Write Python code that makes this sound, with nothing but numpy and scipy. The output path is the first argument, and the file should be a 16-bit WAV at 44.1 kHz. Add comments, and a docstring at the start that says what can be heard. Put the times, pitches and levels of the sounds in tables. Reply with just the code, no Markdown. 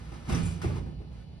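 """Elevator doors clunking

Inside a steel elevator car the door machinery clunks twice over air noise, a low hum and a faint whine.
Each clunk is a quick run of blows: the car booms, the steel panels clash and ring, and the bare walls
smear the sound. The door gear slides before and after and squeaks thinly between the two clunks.
A latch knocks home with the second one."""
import sys
import numpy as np
from scipy import signal
from scipy.fft import irfft
from scipy.io import wavfile

SR = 44100
rng = np.random.default_rng(int(sys.argv[2]) if len(sys.argv) > 2 else 0)


def bounce(signal):
    """Save signal as a 16-bit WAV file at the path given by the first command-line argument."""
    frames = np.transpose(np.atleast_2d(signal))
    limited = np.clip(frames, -1, 1)
    pcm = np.round(limited * 32767).astype(np.int16)
    wavfile.write(sys.argv[1], SR, pcm)


N = 61739
TIME = np.arange(N) / SR

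# Tone color of the ventilation: frequency_hz, level_db
AIR_SPECTRUM = [(20, -29), (30, -8), (42, -12), (60, 12.5), (100, -3), (160, -2.5), (230, -14.5),
                (450, -18), (750, -21), (1300, -34.5), (3000, -35.5), (4600, -38), (6500, -47.5),
                (9500, -50.5), (11500, -57), (13500, -84)]
# Low hum of the machinery: pitch_hz, level_db
HUM_TONES = [(59.5, -52.5), (116, -54.5), (149, -53), (180, -58), (228, -61.5)]
# Thin whine of the drive: pitch_hz, level_db
WHINE_TONES = [(2215, -87), (2590, -83), (2939, -77.5), (2998, -77), (3690, -99), (4081, -82), (4441, -73),
               (5039, -98), (9480, -92)]
# Slides of the door gear: start_s, length_s, level_db, fade_s
SLIDES = [(-.05, 0.85, -51, 0.0081), (0.136, 0.044, -61.5, 0.021), (0.26, .235, -52, 0.044),
          (.62, 0.17, -57.5, .02), (1.111, 0.13, -59, 0.06)]
# Tone color of the sliding: frequency_hz, level_db
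SLIDE_SPECTRUM = [(100, 7.5), (240, 10), (380, 3), (700, -2), (1300, -1), (2200, -7), (4000, -12.5),
                  (6000, -15.5), (8500, -16.5), (11000, -25), (13500, -42)]

# Blows on the door panels: start_s, rise_s, body_db, clash_db, treble_db
BLOWS = [(.118, 0.0024, -44, -54.5, -63), (.276, 0.021, -29, -42, -45), (.291, 0.012, -36, -40.5, -46),
         (0.318, 0.0086, -38, -40, -44), (0.345, 0.007, -37, -45, -42.5), (.398, 0.0023, -39.5, -58, -58),
         (0.454, 0.0024, -48, -68, -48.5), (.505, 0.0035, -41.5, -60, -52), (.615, 0.0031, -70, -44, -47),
         (0.634, 0.0053, -32, -49, -58), (.686, 0.0049, -33, -53.5, -61.5), (0.755, 0.0021, -39, -53, -57),
         (.778, 0.0067, -37.5, -68, -80), (.845, 0.024, -39, -60, -66.5), (1.001, 0.0028, -44, -64.5, -77)]
# The low, middle and high parts of a blow: frequency_hz, level_db
BODY_SPECTRUM = [(30, -20), (60, 11), (120, 7.5), (200, 5), (350, 4), (520, -8), (800, -14), (1200, -27),
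                 (2000, -54), (5000, -69)]
CLASH_SPECTRUM = [(100, -25), (450, -0.5), (850, 5.5), (1250, 7), (1600, 2.5), (2300, -3.5), (3300, -13),
                  (5300, -17.5), (7000, -40), (13000, -57)]
TREBLE_SPECTRUM = [(800, -36), (2500, 1.5), (4000, -4.5), (5400, -1), (6500, -2), (8500, 3.5), (10000, -6),
                   (12000, -13), (13300, -36)]
# Echo of the car: frequency_hz, decay_s (every decay_s is the time to fade by 60 dB)
CAR_ECHO = [(60, .5), (300, 0.45), (1000, 0.36), (3000, 0.54), (6000, 0.41), (12000, 0.27)]
# Ringing notes of the steel panels: pitch_hz, level_db, decay_s
PANEL_NOTES = [(443, 5, 0.61), (658, 2, 1), (777, 11.5, 0.34), (858, -24, 0.46), (1049, -24, 0.43),
               (1050, 3, .55), (1247, 5.5, 0.66), (1367, -7, 0.31), (1530, -23, 0.78), (1880, -4, 0.46),
               (1930, -6, 0.64), (2140, 5, 0.26), (2690, 5, 0.23), (2918, -8.5, 0.97), (5224, -21.5, 1)]
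# Dull thuds of the door's weight, and two short knocks near 192 Hz and 355 Hz: start_s, level_db, pitch_hz,
# length_s
THUDS = [(0.2882, -26.5, 192, 0.0087), (.309, -24, 72, 0.051), (0.626, -27.5, 60.5, 0.093),
         (0.634, -27, 355.4, .03), (.675, -27, 95, .03)]
# Shoves that make the whole car boom: start_s, level_db, center_hz
SHOVES = [(.290, -34, 197), (.314, -29.5, 180), (.392, -31, 176), (.427, -29, 76), (.6375, -27.5, 101.5),
          (.737, -38, 73.6), (.835, -39.5, 139), (.959, -37, 51.7)]
# Low notes of the car: pitch_hz, level_db, decay_s, left_over_right_db
CAR_NOTES = [(59.3, 1.5, 0.76, -3), (75, 2.5, 0.18, -8), (88.37, 3.5, 0.65, -4), (120.96, 6, 0.37, -2),
             (147.9, 0.5, 0.81, -3), (169.6, 0.5, 0.755, -10), (182.6, -7, 0.45, -25), (242.4, 0, 0.36, -2),
             (261.4, -10, 0.46, -19), (292, -15.5, 0.8, -16), (352, -10.5, 0.77, -9)]
# Squeaks of the door gear: start_s, level_db, pitch_hz, decay_s
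SQUEAKS = [(.346, -34, 5800, .04), (.429, -49.5, 9300, 0.18), (.430, -39, 7430, 0.076),
           (.451, -45, 7200, 0.28), (.452, -47, 9050, .3), (0.431, -52, 2460, 0.59),
           (0.559, -52, 6040, 0.026)]
# Knocks of the latch: start_s, level_db, pitch_hz, decay_s
KNOCKS = [(0.635, -45.5, 345, 0.32), (.638, -42.5, 744, 0.15), (0.755, -49, 1003, 0.23),
          (0.775, -50, 990, 0.1), (0.844, -45, 356, 0.44), (1.004, -56, 427, .4)]

# How alike scattered sound is on the left and right: frequency_hz, likeness (0 to 1)
STEREO_LIKENESS = [(60, 1), (130, 0.75), (280, 0.35), (600, 0.93), (1300, .4), (2500, 0.22), (4600, 0.68),
                   (6200, 0.53), (7200, 0.99), (12000, 0.62)]
# How far its left wave runs ahead of its right: frequency_hz, lead_radians
LEFT_LEAD = [(100, 0), (700, 1.5), (1400, 1), (2400, 0.98), (4700, 0), (5600, -1.2), (6200, -1.5),
             (6700, -3), (7300, -3), (8200, -2.5), (9200, -4.5), (10500, -6.5), (13000, -5)]
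# How much louder it is on the left: frequency_hz, left_over_right_db
STEREO_BALANCE = [(60, -2), (170, -6.5), (300, -3), (500, 2), (2000, -0.5), (5000, 2.5), (9000, 0)]


def amp(db):
    """Turns decibels into a gain to multiply by."""
    return 10 ** (np.asarray(db) / 20)


def unit(x):
    """Scales to an average power of one."""
    return x / np.sqrt(np.mean(abs(x) ** 2) + 1e-20)


def read(table, hz):
    """Reads between a table's rows on a log-frequency scale."""
    frequencies, values = np.transpose(table)
    return np.interp(np.log(hz + 1), np.log(frequencies + 1), values)


def color(spectrum, hz):
    """Turns a spectrum into gains with an average power of one."""
    return unit(amp(read(spectrum, hz)))


def pan(left_over_right_db):
    """Left and right gains for a level difference."""
    return amp(np.array([[1], [-1]]) * left_over_right_db / 2)


def onset(start_s, rise_s):
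    """A smooth step from 0 to 1."""
    return np.sin(np.pi / 2 * np.clip((TIME - start_s) / max(rise_s, 1e-4), 0, 1)) ** 2


def scattered_noise(gain, size=512):
    """Stereo noise scattered around the car; gain(hz, t) shapes it over frequency and time."""
    hop = size // 4
    hz = np.fft.rfftfreq(size, 1 / SR)
    t = np.arange(N // hop + 2)[:, None] * hop / SR
    a, b, c, d = rng.standard_normal((4, len(t), len(hz)))
    left, unrelated = a + 1j * b, c + 1j * d
    likeness = np.clip(read(STEREO_LIKENESS, hz), 0, 1)
    right = likeness * left + np.sqrt(1 - likeness ** 2) * unrelated
    right *= np.exp(-1j * read(LEFT_LEAD, hz))
    spectra = np.array([left, right]) * pan(read(STEREO_BALANCE, hz))[:, None] * gain(hz, t)
    _, noise = signal.istft(spectra.transpose(0, 2, 1), nperseg=size, noverlap=size - hop)
    return noise[:, :N] * np.sqrt(np.pi / size)


def wavering_tones(table, drift_hz, depth=0.18):
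    """Steady tones that waver a little; a larger drift_hz makes them waver faster."""
    out = 0
    for hz, db in table:
        rates_hz = drift_hz * rng.standard_normal(size=8)
        drift = unit(sum(np.exp(2j * np.pi * (rate * TIME + rng.random())) for rate in rates_hz))
        tone = np.exp(2j * np.pi * (hz * TIME + rng.random()))
        out += amp(db) * np.sqrt(2) * ((1 + depth * drift) * tone).real
    return out


def ventilation(level_db=-44.5):
    """Moving air rumbles and hisses steadily."""
    return amp(level_db) * scattered_noise(lambda hz, t: color(AIR_SPECTRUM, hz), size=4096)


def machinery():
    """The machinery hums, a little to the right, and its drive whines on both sides."""
    hum = pan(-4) * wavering_tones(HUM_TONES, drift_hz=3.95)
    whine = np.array([wavering_tones(WHINE_TONES, drift_hz=12) for side in range(2)])
    return hum + whine


def gear_sliding():
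    """The door gear makes a soft rush while it moves."""
    level = 0
    for start_s, length_s, db, fade_s in SLIDES:
        fade_in = onset(start_s - fade_s / 2, fade_s)
        fade_out = 1 - onset(start_s + length_s - fade_s / 2, fade_s)
        level += amp(db) * fade_in * fade_out
    return level * scattered_noise(lambda hz, t: color(SLIDE_SPECTRUM, hz))


def panel_blow(start_s, rise_s, body_db, clash_db, treble_db, ring_over_clash_db=-13):
    """Struck sheet steel clashes and dies away between the walls, with a few notes ringing out."""
    def dying_clash(hz, t):
        body = amp(body_db) * color(BODY_SPECTRUM, hz)
        clash = amp(clash_db) * color(CLASH_SPECTRUM, hz)
        treble = amp(treble_db) * color(TREBLE_SPECTRUM, hz)
        return (body + clash + treble) * amp(-60 * np.maximum(t - start_s, 0) / read(CAR_ECHO, hz))
    age = np.maximum(TIME - start_s, 0)
    ring = 0
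    for hz, db, decay_s in PANEL_NOTES:
        note = np.sin(2 * np.pi * (hz * age + rng.random((2, 1))))
        ring += amp(db - 60 * age / decay_s) * note
    ring *= amp(clash_db + ring_over_clash_db)
    return onset(start_s, rise_s) * (scattered_noise(dying_clash) + ring)


def door_thud(start_s, level_db, pitch_hz, length_s):
    """A short swell of low tone: the door's weight pushes the air in the car back and forth a few times, or a
    part knocks dully."""
    age = TIME - start_s
    swell = np.sin(np.pi * np.clip(age / length_s, 0, 1)) ** 2
    return pan(-1.5) * amp(level_db) * swell * np.sin(2 * np.pi * pitch_hz * age)


def car_boom(start_s, level_db, center_hz, reach_octaves=0.62):
    """A shove rings the low notes of the car, most of all those near center_hz."""
    age = np.maximum(TIME - start_s, 0)
    out = 0
    for hz, db, decay_s, left_over_right_db in CAR_NOTES:
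        share = 1 / (1 + (np.log2(hz / center_hz) / reach_octaves) ** 2)
        note = amp(db - 60 * age / decay_s) * np.sin(2 * np.pi * hz * age)
        out += pan(left_over_right_db) * share * note
    return amp(level_db) * onset(start_s, rise_s=0.012) * out


def resonance(start_s, level_db, pitch_hz, decay_s, rise_s, width_hz):
    """A part rings briefly: a narrow band of noise around one pitch dies away."""
    band = scattered_noise(lambda hz, t: unit(1 / (1 + ((hz - pitch_hz) / width_hz) ** 2)), size=1024)
    age = np.maximum(TIME - start_s, 0)
    return band * onset(start_s, rise_s) * amp(level_db - 60 * age / decay_s)


def gear_squeaks():
    """The door gear rings at high pitches in thin squeaks."""
    return sum(resonance(*row, rise_s=0.0021, width_hz=150) for row in SQUEAKS)


def latch_knocks():
    """The latch strikes home with hollow knocks."""
    return sum(resonance(*row, rise_s=0.004, width_hz=80) for row in KNOCKS)


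def steel_walls(sound, depth_db=2, from_hz=960, size=16384):
    """Standing waves between the walls boost and cut random frequencies, mostly above from_hz."""
    hz = abs(np.fft.fftfreq(size, 1 / SR))
    delay_s = np.arange(size // 2 + 1) / SR
    def ripple(width_hz):
        echoes = rng.standard_normal(len(delay_s)) * delay_s * np.exp(-(delay_s * width_hz * 2) ** 2)
        return unit(irfft(echoes))
    peaks = ripple(width_hz=25.2) + ripple(width_hz=109)  # the nearest walls make the broad ones
    gain = unit(amp(depth_db * peaks * hz ** 2 / (hz ** 2 + from_hz ** 2)))
    # Build the filter with these gains that responds soonest (minimum phase).
    response = np.exp(np.conj(signal.hilbert(np.log(gain))))
    taps = np.fft.ifft(response).real[:size // 2]
    return signal.oaconvolve(sound, taps[None])[:, :N]


def scene():
    """Adds up everything heard in the car."""
    clunks = sum(panel_blow(*row) for row in BLOWS) + latch_knocks()
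    squeaks = gear_squeaks()
    bass = sum(door_thud(*row) for row in THUDS) + sum(car_boom(*row) for row in SHOVES)
    return steel_walls(ventilation() + gear_sliding() + clunks + squeaks) + machinery() + bass


def record(dry):
    """Fades the very end and cuts off the highest treble."""
    fade_s, cutoff_hz = 0.004, 13200
    fade_out = 1 - onset(TIME[-1] - fade_s, fade_s)
    low_pass = signal.firwin(511, cutoff_hz, window=("kaiser", 9), fs=SR)
    return signal.oaconvolve(dry * fade_out, low_pass[None], "same")


dry = scene()
out = record(dry)
bounce(out)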